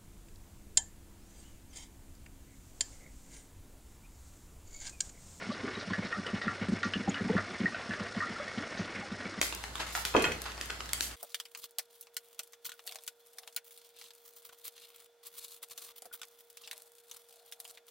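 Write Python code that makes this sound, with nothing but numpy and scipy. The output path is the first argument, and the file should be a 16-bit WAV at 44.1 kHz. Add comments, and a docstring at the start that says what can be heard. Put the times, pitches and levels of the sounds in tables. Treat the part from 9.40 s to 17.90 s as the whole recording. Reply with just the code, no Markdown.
"""Rolling pin and baking paper

Kitchen counter, a stereo pair close by, an appliance humming low. A wooden pin rolls dough under paper
that rubs and snaps at its creases, then is put down against a metal tray with a ringing clatter.
Time then runs eight times fast while hands fold and smooth the sheet: the hum leaps three octaves,
the room's echo shrinks to a blink, and the paper gives sharp ticks and swishes among dull pats."""
import sys
import numpy as np
from scipy import signal
from scipy.fft import rfft, irfft
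from scipy.io import wavfile
from scipy.ndimage import uniform_filter1d

SR = 44100
rng = np.random.default_rng(int(sys.argv[2]) if len(sys.argv) > 2 else 0)


def generate_wav(sig):
    """Save sig (samples, or channels by samples) to the path in sys.argv[1] as 16-bit PCM at SR."""
    pcm = np.round(np.clip(np.atleast_2d(sig).T, -1, 1) * 32767).astype(np.int16)
    wavfile.write(sys.argv[1], SR, pcm)


N = 374850

FAST_FROM_S, REAL_TIME, SPEED_UP = 1.752, 1, 8
ROOM_T60_S, HUM_HZ = 0.45, 58.8   # at natural speed
EVENT_GAIN = np.sqrt(SR / 100)   # gives a short sound the energy of 10 ms at its level_db

# how alike diffuse sound is at the two microphones: frequency_hz, coherence (0-1)
MIC_COHERENCE = [(60, 0.65), (300, 0.98), (600, 0.56), (1200, 0.06), (4000, 0), (16000, 0)]
# still kitchen air, natural and fast, and the whine on the fast hum: frequency_hz, relative_db
AIR_SPECTRUM = [(20, -21), (45, -7), (90, 0.5), (180, -3), (300, -6), (1500, -7.5), (5000, -37),
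                (16000, -33)]
FAST_AIR_SPECTRUM = [(20, -17.5), (200, -11), (300, -6.5), (390, -0.5), (540, 3.5), (720, 6), (1050, -6),
                     (1430, -0.5), (2000, -5.5), (3000, -6.5), (4600, -7), (8000, -10.5), (16000, -14)]
WHINE_SPECTRUM = [(2900, -46), (3480, 12), (3610, -6), (4300, -31.5)]
# the paper at natural speed, its fast snaps and its fast rubbing: frequency_hz, relative_db
PAPER_SPECTRUM = [(60, -52), (300, -7), (600, -9.5), (1100, -2.5), (1700, 1), (2800, -1), (5000, -1.5),
                  (8000, -5), (12000, -11), (16000, -19)]
FAST_SNAP_SPECTRUM = [(60, -26.5), (250, -32), (500, -22), (740, -19), (1100, -12), (1480, -11.5),
                      (1950, -5), (3700, 3.5), (5500, 0.5), (9500, 2.5), (16000, -1.5)]
FAST_RUB_SPECTRUM = [(60, -13.5), (250, -15.5), (500, -9.5), (740, -15.5), (1100, -3.5), (1480, -7),
                     (1950, -7.5), (2600, -3.5), (3500, 0), (5500, -3.5), (9500, -1), (16000, -4.5)]
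# creases snap: start_s, level_db, brightness_db_per_octave
CREASE_SNAPS = [(0.014, -23, 0), (0.028, -30.5, -3), (0.124, -37, -6.5), (0.238, -36, -3.5),
                (0.354, -34.5, -3), (0.551, -31, -6), (0.562, -42.5, -3.5), (0.651, -28.5, -1),
                (1.018, -42, 5.5), (1.118, -43, -2.5), (1.177, -42.5, -6), (1.211, -32.5, -1),
                (1.299, -40, -5.5), (1.303, -35, -4), (1.405, -37, -3), (1.491, -39.5, -1.5),
                (1.532, -26.5, 2.5), (1.607, -30, 4), (1.829, -51, 9), (1.945, -28.5, -4), (2.0, -34, -4),
                (2.054, -44.5, -8), (2.149, -38, -7), (2.385, -32, 1.5), (2.392, -35.5, -4),
                (2.61, -57.5, 9.5), (2.67, -51.5, -6.5), (2.767, -32.5, -0.5), (2.992, -32, -3),
                (3.133, -44, -6.5), (3.253, -39.5, -1.5), (3.293, -40.5, -3), (3.318, -41.5, -4.5),
                (3.393, -47.5, -7.5), (3.475, -38.5, -1.5), (3.492, -44, -1), (3.512, -47, -1),
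                (3.522, -42, -3.5), (3.557, -40, -2.5), (3.586, -49.5, -5), (3.677, -34.5, -1.5),
                (3.984, -38.5, -3.5), (4.033, -51, -7), (4.075, -41.5, -5.5), (4.163, -34, 2),
                (4.175, -40, -7), (4.613, -46, -6), (4.706, -48, -3.5), (5.093, -52.5, -6),
                (5.379, -50.5, -5.5), (5.868, -48, 3.5), (6.228, -50.5, 5.5), (6.377, -41.5, 0),
                (6.621, -49, 0.5), (6.655, -51, 2), (6.816, -39, -4.5), (6.832, -41, -6),
                (7.171, -45, -1.5), (7.275, -42, -4.5), (7.312, -35.5, -4), (7.33, -42, -3.5),
                (7.713, -39.5, -4), (8.123, -40.5, -2), (8.201, -49.5, 2.5), (8.251, -45.5, -5),
                (8.374, -48.5, -10)]
# a palm strokes the paper: start_s, length_s, level_db, brightness_db_per_octave
PALM_STROKES = [(0.014, 0.021, -37, 6), (0.392, 0.013, -36, -4.5), (0.46, 0.09, -47, -1.5),
                (0.55, 0.0098, -41, 4.5), (0.648, 0.008, -37, 1.5), (0.52, 0.099, -48, 9),
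                (1.05, 0.013, -41.5, -5.5), (1.615, 0.013, -39.5, 11), (1.76, 0.24, -59, 0.5),
                (2.17, 0.045, -48.5, 2), (2.225, 0.036, -48.5, 2), (3.245, 0.032, -49, 3),
                (3.455, 0.093, -58, -0.5), (4.24, 0.13, -61.5, 4.5), (4.445, 0.022, -57, 2),
                (4.56, 0.12, -57.5, 0), (4.77, 0.14, -63, 3.5), (4.95, 0.052, -58, 3.5),
                (5.045, 0.039, -56, 2), (5.09, 0.05, -57, -3), (5.24, 0.042, -45.5, 2.5),
                (5.36, 0.1, -58, -0.5), (5.48, 0.183, -59, 0.5), (5.828, 0.053, -51.5, 0.5),
                (5.925, 0.26, -54.5, 1), (5.975, 0.02, -49, 3.5), (6.217, 0.023, -45.5, -1),
                (6.296, 0.038, -47.5, -0.5), (6.355, 0.16, -50.5, 0), (6.555, 0.033, -53, 3),
                (6.725, 0.032, -45, 3.5), (7.19, 0.24, -61.5, -2.5), (7.68, 0.1, -59, -2),
                (8.275, 0.037, -54, -1)]
# brief lulls in the paper's rubbing and ticking: start_s, end_s
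RUB_PAUSES = [(2.32, 2.38), (2.46, 2.5), (2.68, 2.73), (3.16, 3.22), (3.73, 3.76), (4.19, 4.24),
              (5.66, 5.825), (6.18, 6.215), (6.68, 6.72), (7.61, 7.64), (8.4, 8.46)]
# the pin knocks, bounces and rattles to rest: start_s, relative_db, contact_pitch_hz
PIN_KNOCKS = [(0.74, -20.5, 1510), (0.749, -3.5, 710), (0.764, -11, 2680), (0.7655, -8.5, 440),
              (.776, -16, 442), (.777, -25, 2700), (0.795, -25, 5500), (0.805, -16.5, 2300),
              (.822, -18.5, 8900), (0.8412, -11.5, 2900), (.844, -18, 1300), (.851, -16.5, 2900),
              (0.861, -24, 1900), (.862, -19.5, 248), (.884, -21.5, 380), (0.919, -20, 4800)]
# modes of pin, counter and tray: pitch_hz, relative_db, t60_s
CLATTER_MODES = [(88.3, -0.5, 0.6), (164, -7, 0.73), (231.6, -12, 0.41), (289, -13, 0.31),
                 (375, -11.5, 0.24), (445, -6, 0.26), (504.5, -4, 0.3), (587, -18, 0.12), (840, -8, 0.125),
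                 (990, 0.5, 0.047), (1027, -10.5, 0.071), (1428, -5.5, 0.16), (1685, -11.5, 0.093),
                 (2518, -7, 0.2), (2550, -7, 0.22), (2580, -4.5, 0.077), (3167, -2.5, 0.083),
                 (4430, -13, 0.119), (5970, -8, 0.14), (7450, -9.5, 0.13), (9140, -4, 0.057)]
# the crack of wood on the counter: frequency_hz, relative_db
CRACK_SPECTRUM = [(80, -4.5), (300, 1), (480, 5), (1500, -3.5), (3200, -14), (3700, -18), (16000, -28.5)]
# single fibres pop: start_s, level_db
FIBRE_POPS = [(3.466, -49), (3.4705, -44), (3.637, -51), (5.254, -49), (5.2803, -43), (7.379, -49.5),
              (7.421, -51.5), (7.768, -50), (8.116, -55), (8.202, -44), (8.278, -53), (8.311, -53)]
# hands press the dough: start_s, level_db, length_s, bass_db
DOUGH_PATS = [(1.825, -45, 0.023, -3), (2.382, -48, 0.014, -6), (2.995, -55.5, 0.0076, -7),
              (3.441, -52.5, 0.2, -12), (3.525, -63, 0.039, -6), (3.553, -54.5, 0.011, -14),
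              (3.934, -56.5, 0.2, -9), (4.075, -60, 0.015, -3), (4.164, -57.5, 0.015, -5),
              (6.301, -61, 0.25, -1), (6.621, -54.5, 0.0098, 0), (6.649, -49.5, 0.025, 0),
              (7.25, -54, 0.27, -9), (7.85, -56.5, 0.54, -10), (8.148, -55, 0.32, -10)]
# the sheet drags over the counter: start_s, length_s, level_db
SHEET_DRAGS = [(2.221, .045, -52), (4.54, 0.16, -60), (5.234, 0.067, -53), (5.351, 0.05, -61),
               (5.416, 0.047, -60), (7.234, 0.031, -49.5)]
# a bright pop, a dull pat and a narrow dragging swish: frequency_hz, relative_db
POP_SPECTRUM = [(300, -22), (3000, -10.5), (11000, 0.5), (16000, -3)]
PAT_SPECTRUM = [(70, -30), (330, -16.5), (490, -5.5), (620, -1.5), (760, 0.5), (900, -17), (1400, -14),
                (2400, -35), (14000, -70)]
DRAG_SPECTRUM = [(800, -24), (1900, -13), (2900, -0.5), (4200, 0.5), (5500, -8), (16000, -24)]
# pushes that ring the counter: start_s, level_db
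COUNTER_BUMPS = [(2.766, -50), (2.991, -52), (3.252, -56.5), (3.29, -52.5), (3.317, -55), (3.335, -60),
                 (3.677, -52), (4.163, -49), (5.093, -60), (6.712, -55), (6.743, -55), (6.815, -51)]


def from_db(db):
    return 10 ** (np.asarray(db) / 20)


def unit_rms(x):
    return x / np.sqrt(np.mean(x ** 2) + 1e-20)


def unit_energy(x):
    return unit_rms(x) / np.sqrt(x.shape[-1])


def at_hz(curve, hz):
    curve_hz, values = np.transpose(curve)
    return np.interp(np.log(np.maximum(hz, 1)), np.log(curve_hz), values)


def between(table, start_s, end_s):
    return [row for row in table if start_s <= row[0] < end_s]


def add(out, start_s, sound):
    start = max(0, round(start_s * SR))
    out[:, start:start + sound.shape[-1]] += sound[..., :N - start]


def coloured(x, spectrum, brightness=0):
    """Causal filter of unit power gain, then tilted in dB per octave about 3.8 kHz, sparing the bass."""
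    size = 4096
    hz = np.fft.rfftfreq(size, 1 / SR)
    octaves = np.log2(np.clip(hz, 700, 14000) / 3800) * np.minimum(hz / 700, 1)
    gain = unit_rms(from_db(at_hz(spectrum, hz))) * from_db(brightness * octaves)
    cepstrum = irfft(np.log(gain))[:size // 2]
    cepstrum[1:] *= 2   # minimum phase
    response = irfft(np.exp(rfft(cepstrum, size)))[:size // 2]
    return signal.oaconvolve(x, response[None], axes=-1)[:, :x.shape[-1]]


def evened(x, width_hz=140):
    """Levels the chance peaks and gaps in a short sound's spectrum, keeping its timing."""
    size, lead = 32768, 256
    spectrum = rfft(np.pad(x, [(0, 0), (lead, 0)]), size)
    power = uniform_filter1d(np.abs(spectrum.mean(0)) ** 2, size=int(width_hz * size / SR))
    flat = irfft(spectrum / np.sqrt(np.abs(power) + 1e-9))
    return unit_energy(flat[:, lead:lead + x.shape[-1]])


def diffuse(size, speed):
    """White noise from all sides, alike at both microphones where the waves are long."""
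    alike = at_hz(MIC_COHERENCE, np.fft.rfftfreq(size, 1 / SR) / speed)
    mid, side = rfft(rng.standard_normal((2, size)))
    return irfft(np.sqrt(1 + alike) * mid + np.sqrt(1 - alike) * side * [[1], [-1]], size)


def kitchen(x, speed, near_db, room_db):
    """From a spot on the counter to the pair: direct sound, scatter off nearby things, the room's tail."""
    t = np.arange(int(.6 * SR / speed)) / SR
    scatter = unit_energy(diffuse(len(t), speed) * np.exp(-t / 0.0011))
    tail_shape = from_db(-60 * t * speed / ROOM_T60_S) * (1 - np.exp(-t * speed / 0.0011))
    tail = unit_energy(diffuse(len(t), speed) * tail_shape)
    path = from_db(near_db) * scatter + from_db(room_db) * tail
    path[[0, 1], rng.integers(0, 4, 2) // speed] += 1   # direct arrival at each microphone
    return signal.oaconvolve(x[None], unit_energy(path), axes=-1)


def hum_and_air(fast_share):
    """Room tone: appliance hum and still air; fast time lifts both and brings in overtones and a whine."""
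    t = np.arange(N) / SR
    hum, fast_hum, second, third = (np.sqrt(2) * np.sin(2 * np.pi * HUM_HZ * multiple * t)
                                    for multiple in (1, SPEED_UP, 2 * SPEED_UP, 3 * SPEED_UP))
    overtones = from_db(-19.5) * second + from_db(-18.5) * third
    whine = from_db(-15.5) * coloured(diffuse(N, SPEED_UP), WHINE_SPECTRUM)
    air = from_db(-55) * coloured(diffuse(N, 0.94), AIR_SPECTRUM)
    fast_air = from_db(-7) * coloured(diffuse(N, SPEED_UP), FAST_AIR_SPECTRUM)
    natural = from_db(-51) * from_db([[-1], [1]]) * hum + air   # the hum leans to the right
    fast = from_db(-67.5) * (from_db([[-1.3], [1.1]]) * fast_hum + overtones + whine + fast_air)
    return (1 - fast_share) * natural + fast_share * fast


def fibre_slips(size, per_s, spread_db):
    """Tiny slips and buckles of the paper: random clicks, a few much larger than the rest."""
    chance, strength, sign = rng.random(size), rng.exponential(1, size), rng.choice([-1, 1], size)
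    return (chance < per_s / SR) * sign * from_db(spread_db * np.minimum(strength, 4))


def slip_burst(length_s, per_s, spread_db):
    """Something gives way: a run of clicks that swells quickly and fades."""
    length_s = min(length_s, .45)
    size = int((length_s + .03) * SR)
    progress = np.minimum((np.arange(size) + 1) / (length_s * SR), 1)
    clicks = fibre_slips(SR // 2, per_s, spread_db)[:size] * np.sqrt(progress) * (1 - progress)
    clicks[0] += .3
    return unit_energy(clicks)


def in_lull(times_s):
    """True during the brief lulls in the rubbing and ticking."""
    return np.any([(times_s > start) & (times_s < end) for start, end in RUB_PAUSES], axis=0)


def chance_snaps(start_s, end_s, count, level_db, spread_db, brightness, brightness_spread):
    """Lesser creases give way by chance, outside the lulls: rows as in CREASE_SNAPS."""
    place, size, colour = rng.random((count, 3)).T
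    times_s = start_s + (end_s - start_s) * (np.arange(count) + place) / count
    levels_db = level_db + spread_db * (2 * size - 1)
    tilts = brightness + brightness_spread * (2 * colour - 1)
    return list(np.c_[times_s, levels_db, tilts][~in_lull(times_s)])


def crinkles(snaps, spectrum, speed, length_s, spread_db, near_db, room_db, beaming):
    """Each crease snaps at its own spot; with positive beaming, bright ones reach the pair drier."""
    out = np.zeros((2, N))
    for start_s, level_db, brightness in snaps:
        snap = slip_burst(length_s, per_s=7000, spread_db=spread_db)
        at_mics = kitchen(snap, speed, near_db, room_db - beaming * brightness)
        add(out, start_s, from_db(level_db) * EVENT_GAIN * coloured(at_mics, spectrum, brightness))
    return out


def palm_pressure(strokes, speed, attack_s, light_db, light_brightness, lull_db=-14, fade_t60_s=0.32):
    """Rubbing level and brightness: strokes rise, hold and fade over a light rub that dips in the lulls."""
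    t = np.arange(0, N / SR, .001)
    lull = uniform_filter1d(in_lull(t).astype(float), size=20)
    power = from_db(light_db + lull_db * lull) ** 2
    colour = power * light_brightness
    for start_s, length_s, level_db, brightness in strokes:
        fade_db = -60 * np.clip((t - start_s - length_s) * speed / fade_t60_s, 0, 2)
        stroke = (np.clip((t - start_s) / attack_s, 0, 1) * from_db(level_db + fade_db)) ** 2
        power += stroke
        colour += stroke * brightness   # the loudest stroke sets the colour
    return [np.interp(np.arange(N) / SR, t, curve) for curve in (10 * np.log10(power), colour / power)]


def wandering(slips, speed, spots=3, shifts_per_s=14):
    """The rubbing spot moves over the counter, so the reflections that colour it keep changing."""
    steps = np.arange(N) / SR * shifts_per_s
    shares = np.array([np.interp(steps, np.arange(1000), rng.random(1000)) for _ in range(spots)]) ** 4
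    spot = (rng.random(N) * shares.sum(0) > np.cumsum(shares, 0)).sum(0)
    at_mics = sum(kitchen(slips * (spot == k), speed, near_db=1.5, room_db=-4) for k in range(spots))
    return unit_rms(at_mics[:, :N])


def rubbing(pressure, spectrum, speed, per_s, spread_db, grip_db, grip_hz, room_db):
    """Paper catches and lets go under the palms, its colour moving between dull and bright."""
    level_db, brightness = pressure
    grip = np.interp(np.arange(N) / SR * grip_hz, np.arange(4000), rng.standard_normal(4000))
    slips = unit_rms(fibre_slips(N, per_s, spread_db) * from_db(grip_db * grip))
    # the hands keep moving, so every slip leaves a different dying wash in the room
    decay = from_db(-120 * speed / (ROOM_T60_S * SR))
    room_power = signal.lfilter([1 - decay], [1, -decay], slips ** 2 + 1e-12)
    wash = np.sqrt(room_power) * unit_rms(diffuse(N, speed))
    rub = unit_rms(wandering(slips, speed) + from_db(room_db) * wash)
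    tilts = (-5, 0, 5)   # dB per octave
    shares = [np.interp(brightness, tilts, pick) for pick in np.eye(len(tilts))]
    blend = sum(share * coloured(rub, spectrum, tilt) for share, tilt in zip(shares, tilts))
    return from_db(level_db) * blend


def paper_under_pin():
    """The sheet crinkles and rubs as the pin rolls, in the kitchen's full echo."""
    snaps = between(CREASE_SNAPS, 0, FAST_FROM_S)
    snaps += chance_snaps(0, FAST_FROM_S, count=12, level_db=-49.5, spread_db=11,
                          brightness=0, brightness_spread=6.8)
    creases = crinkles(snaps, PAPER_SPECTRUM, REAL_TIME, length_s=0.0035, spread_db=5,
                       near_db=-4, room_db=-0.5, beaming=0.5)
    pressure = palm_pressure(between(PALM_STROKES, 0, FAST_FROM_S), REAL_TIME,
                             attack_s=0.0075, light_db=-49.5, light_brightness=-1.3)
    return creases + rubbing(pressure, PAPER_SPECTRUM, REAL_TIME, per_s=2500, spread_db=1.5,
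                             grip_db=1, grip_hz=58.3, room_db=-7)


def contact_db(hz, contact_hz):
    """A knock drives the frequencies near its contact pitch hardest."""
    return np.maximum(-4.3 * (np.log2(hz / contact_hz) / 1.02) ** 2, -40)


def pin_clatter(ring_db=-14.5, crack_db=11, crack_s=0.0038):
    """Each knock of the pin gives a short wooden crack and rings pin, counter and tray."""
    out, t = np.zeros((2, N)), np.arange(int(.6 * SR)) / SR
    hz, mode_db, t60_s = np.transpose(CLATTER_MODES)
    grid_hz = np.geomspace(60, 16000, 50)
    envelopes = from_db(-60 * t / t60_s[:, None]) * (1 - np.exp(-t / 0.00029))
    rings = np.exp(2j * np.pi * hz[:, None] * t) * envelopes
    for start_s, knock_db, contact_hz in PIN_KNOCKS:
        strength = from_db(mode_db + contact_db(hz, contact_hz) + rng.normal(0, 1, (2, len(hz))))
        # each mode reaches the two microphones with a phase of its own
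        phase = 0.29 * np.minimum(hz / 500, 2) * rng.choice([-1, 1], len(hz)) * [[1], [-1]]
        ring = ((strength * np.exp(1j * phase)) @ rings).imag
        add(out, start_s, from_db(knock_db + ring_db) * ring)
        impact = unit_energy(rng.standard_normal(len(t)) * np.exp(-t / crack_s))
        spectrum = np.c_[grid_hz, at_hz(CRACK_SPECTRUM, grid_hz) + contact_db(grid_hz, contact_hz)]
        crack = coloured(kitchen(impact, REAL_TIME, near_db=4.5, room_db=6.5), spectrum)
        add(out, start_s, from_db(knock_db + crack_db) * unit_energy(crack))
    return out


def paper_folding():
    """Hands fold and smooth the sheet in fast time: sharp snaps, fine ticks and short swishes."""
    snaps = between(CREASE_SNAPS, FAST_FROM_S, N / SR)
    snaps += chance_snaps(FAST_FROM_S, N / SR, count=50, level_db=-60, spread_db=8,
                          brightness=1.5, brightness_spread=2.2)
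    creases = crinkles(snaps, FAST_SNAP_SPECTRUM, SPEED_UP, length_s=0.0013, spread_db=8,
                       near_db=0, room_db=6.5, beaming=-0.2)
    pops, drags = fibre_pops(), sheet_drags()
    pressure = palm_pressure(between(PALM_STROKES, FAST_FROM_S, N / SR), SPEED_UP,
                             attack_s=0.0038, light_db=-64.5, light_brightness=0.83)
    rub = rubbing(pressure, FAST_RUB_SPECTRUM, SPEED_UP, per_s=3800, spread_db=4.5,
                  grip_db=5.5, grip_hz=160.1, room_db=-5.5)
    return creases + pops + drags + sheet_flexing(rub)


def sheet_flexing(rub, bends_per_s=11):
    """As the sheet bends its resonances swell and fade, giving each swish a colour of its own."""
    steps = np.arange(N) / SR * bends_per_s
    for hz in np.geomspace(2300, 11500, 6):
        swell_db = np.interp(steps, np.arange(1000), rng.uniform(-3.4, 2.6, 1000))
        resonance = signal.lfilter(*signal.iirpeak(hz, Q=1.7, fs=SR), rub)
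        rub = rub + (from_db(swell_db) - 1) * resonance
    return rub


def fibre_pops():
    """Single fibres pop close to the microphones, bright and fairly dry, among fainter chance ones."""
    pops = [(start_s, level_db, 0) for start_s, level_db in FIBRE_POPS]
    pops += chance_snaps(FAST_FROM_S, N / SR, count=70, level_db=-59.5, spread_db=1,
                         brightness=0, brightness_spread=2.3)
    out = np.zeros((2, N))
    for start_s, level_db, brightness in pops:
        click = kitchen(np.ones(1), SPEED_UP, near_db=-7, room_db=-3)
        add(out, start_s, from_db(level_db) * EVENT_GAIN * coloured(click, POP_SPECTRUM, brightness))
    return out


def dough_pats(bass_below_hz=600):
    """Soft palms on dough, raised to dull taps and scuffs by fast time; heavier ones have more bass."""
    out = np.zeros((2, N))
    for start_s, level_db, length_s, bass_db in DOUGH_PATS:
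        press = slip_burst(length_s, per_s=2400, spread_db=1.5)
        at_mics = evened(kitchen(press, SPEED_UP, near_db=-8.5, room_db=0))
        spectrum = [(hz, db + bass_db * (hz < bass_below_hz)) for hz, db in PAT_SPECTRUM]
        add(out, start_s, from_db(level_db) * EVENT_GAIN * coloured(at_mics, spectrum))
    return out


def sheet_drags():
    """The sheet drags over the counter: a dense, grainy run of slips swells and dies away."""
    t, swell = np.arange(N) / SR, np.zeros(N)
    for start_s, length_s, level_db in SHEET_DRAGS:
        progress = np.clip((t - start_s) / length_s, 0, 1)
        swell += from_db(level_db) * np.sqrt(np.abs(np.sin(np.pi * progress)))
    slips = fibre_slips(N, per_s=2500, spread_db=5)
    return swell * coloured(wandering(slips, SPEED_UP), DRAG_SPECTRUM)


def counter_bumps(pitch_hz=1458, t60_s=0.038):
    """A push of the hands sets the counter ringing, at the same pitch wherever it lands."""
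    out, t = np.zeros((2, N)), np.arange(SR // 8) / SR
    ring = np.sin(2 * np.pi * pitch_hz * t) * from_db(-60 * t / t60_s)
    for start_s, level_db in COUNTER_BUMPS:
        push = slip_burst(length_s=0.0041, per_s=2400, spread_db=2)
        at_mics = evened(kitchen(push, SPEED_UP, near_db=-5, room_db=-4), width_hz=160)
        bump = unit_energy(signal.oaconvolve(at_mics, ring[None], axes=-1))
        add(out, start_s, from_db(level_db) * EVENT_GAIN * bump)
    return out


def scene():
    """At the counter, natural time gives way to fast time in a 20 ms crossfade."""
    fast_share = np.clip((np.arange(N) / SR - FAST_FROM_S) / 0.02 + .5, 0, 1)
    natural = paper_under_pin() + pin_clatter()
    fast = from_db([[.3], [-.3]]) * paper_folding() + dough_pats() + counter_bumps()
    return (1 - fast_share) * natural + fast_share * fast + hum_and_air(fast_share)


def record(dry):
    """Both channels are cut steeply above 16.2 kHz."""
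    return signal.sosfilt(signal.ellip(10, .2, 80, 16200, fs=SR, output="sos"), dry)


dry = scene()
out = record(dry)
generate_wav(out)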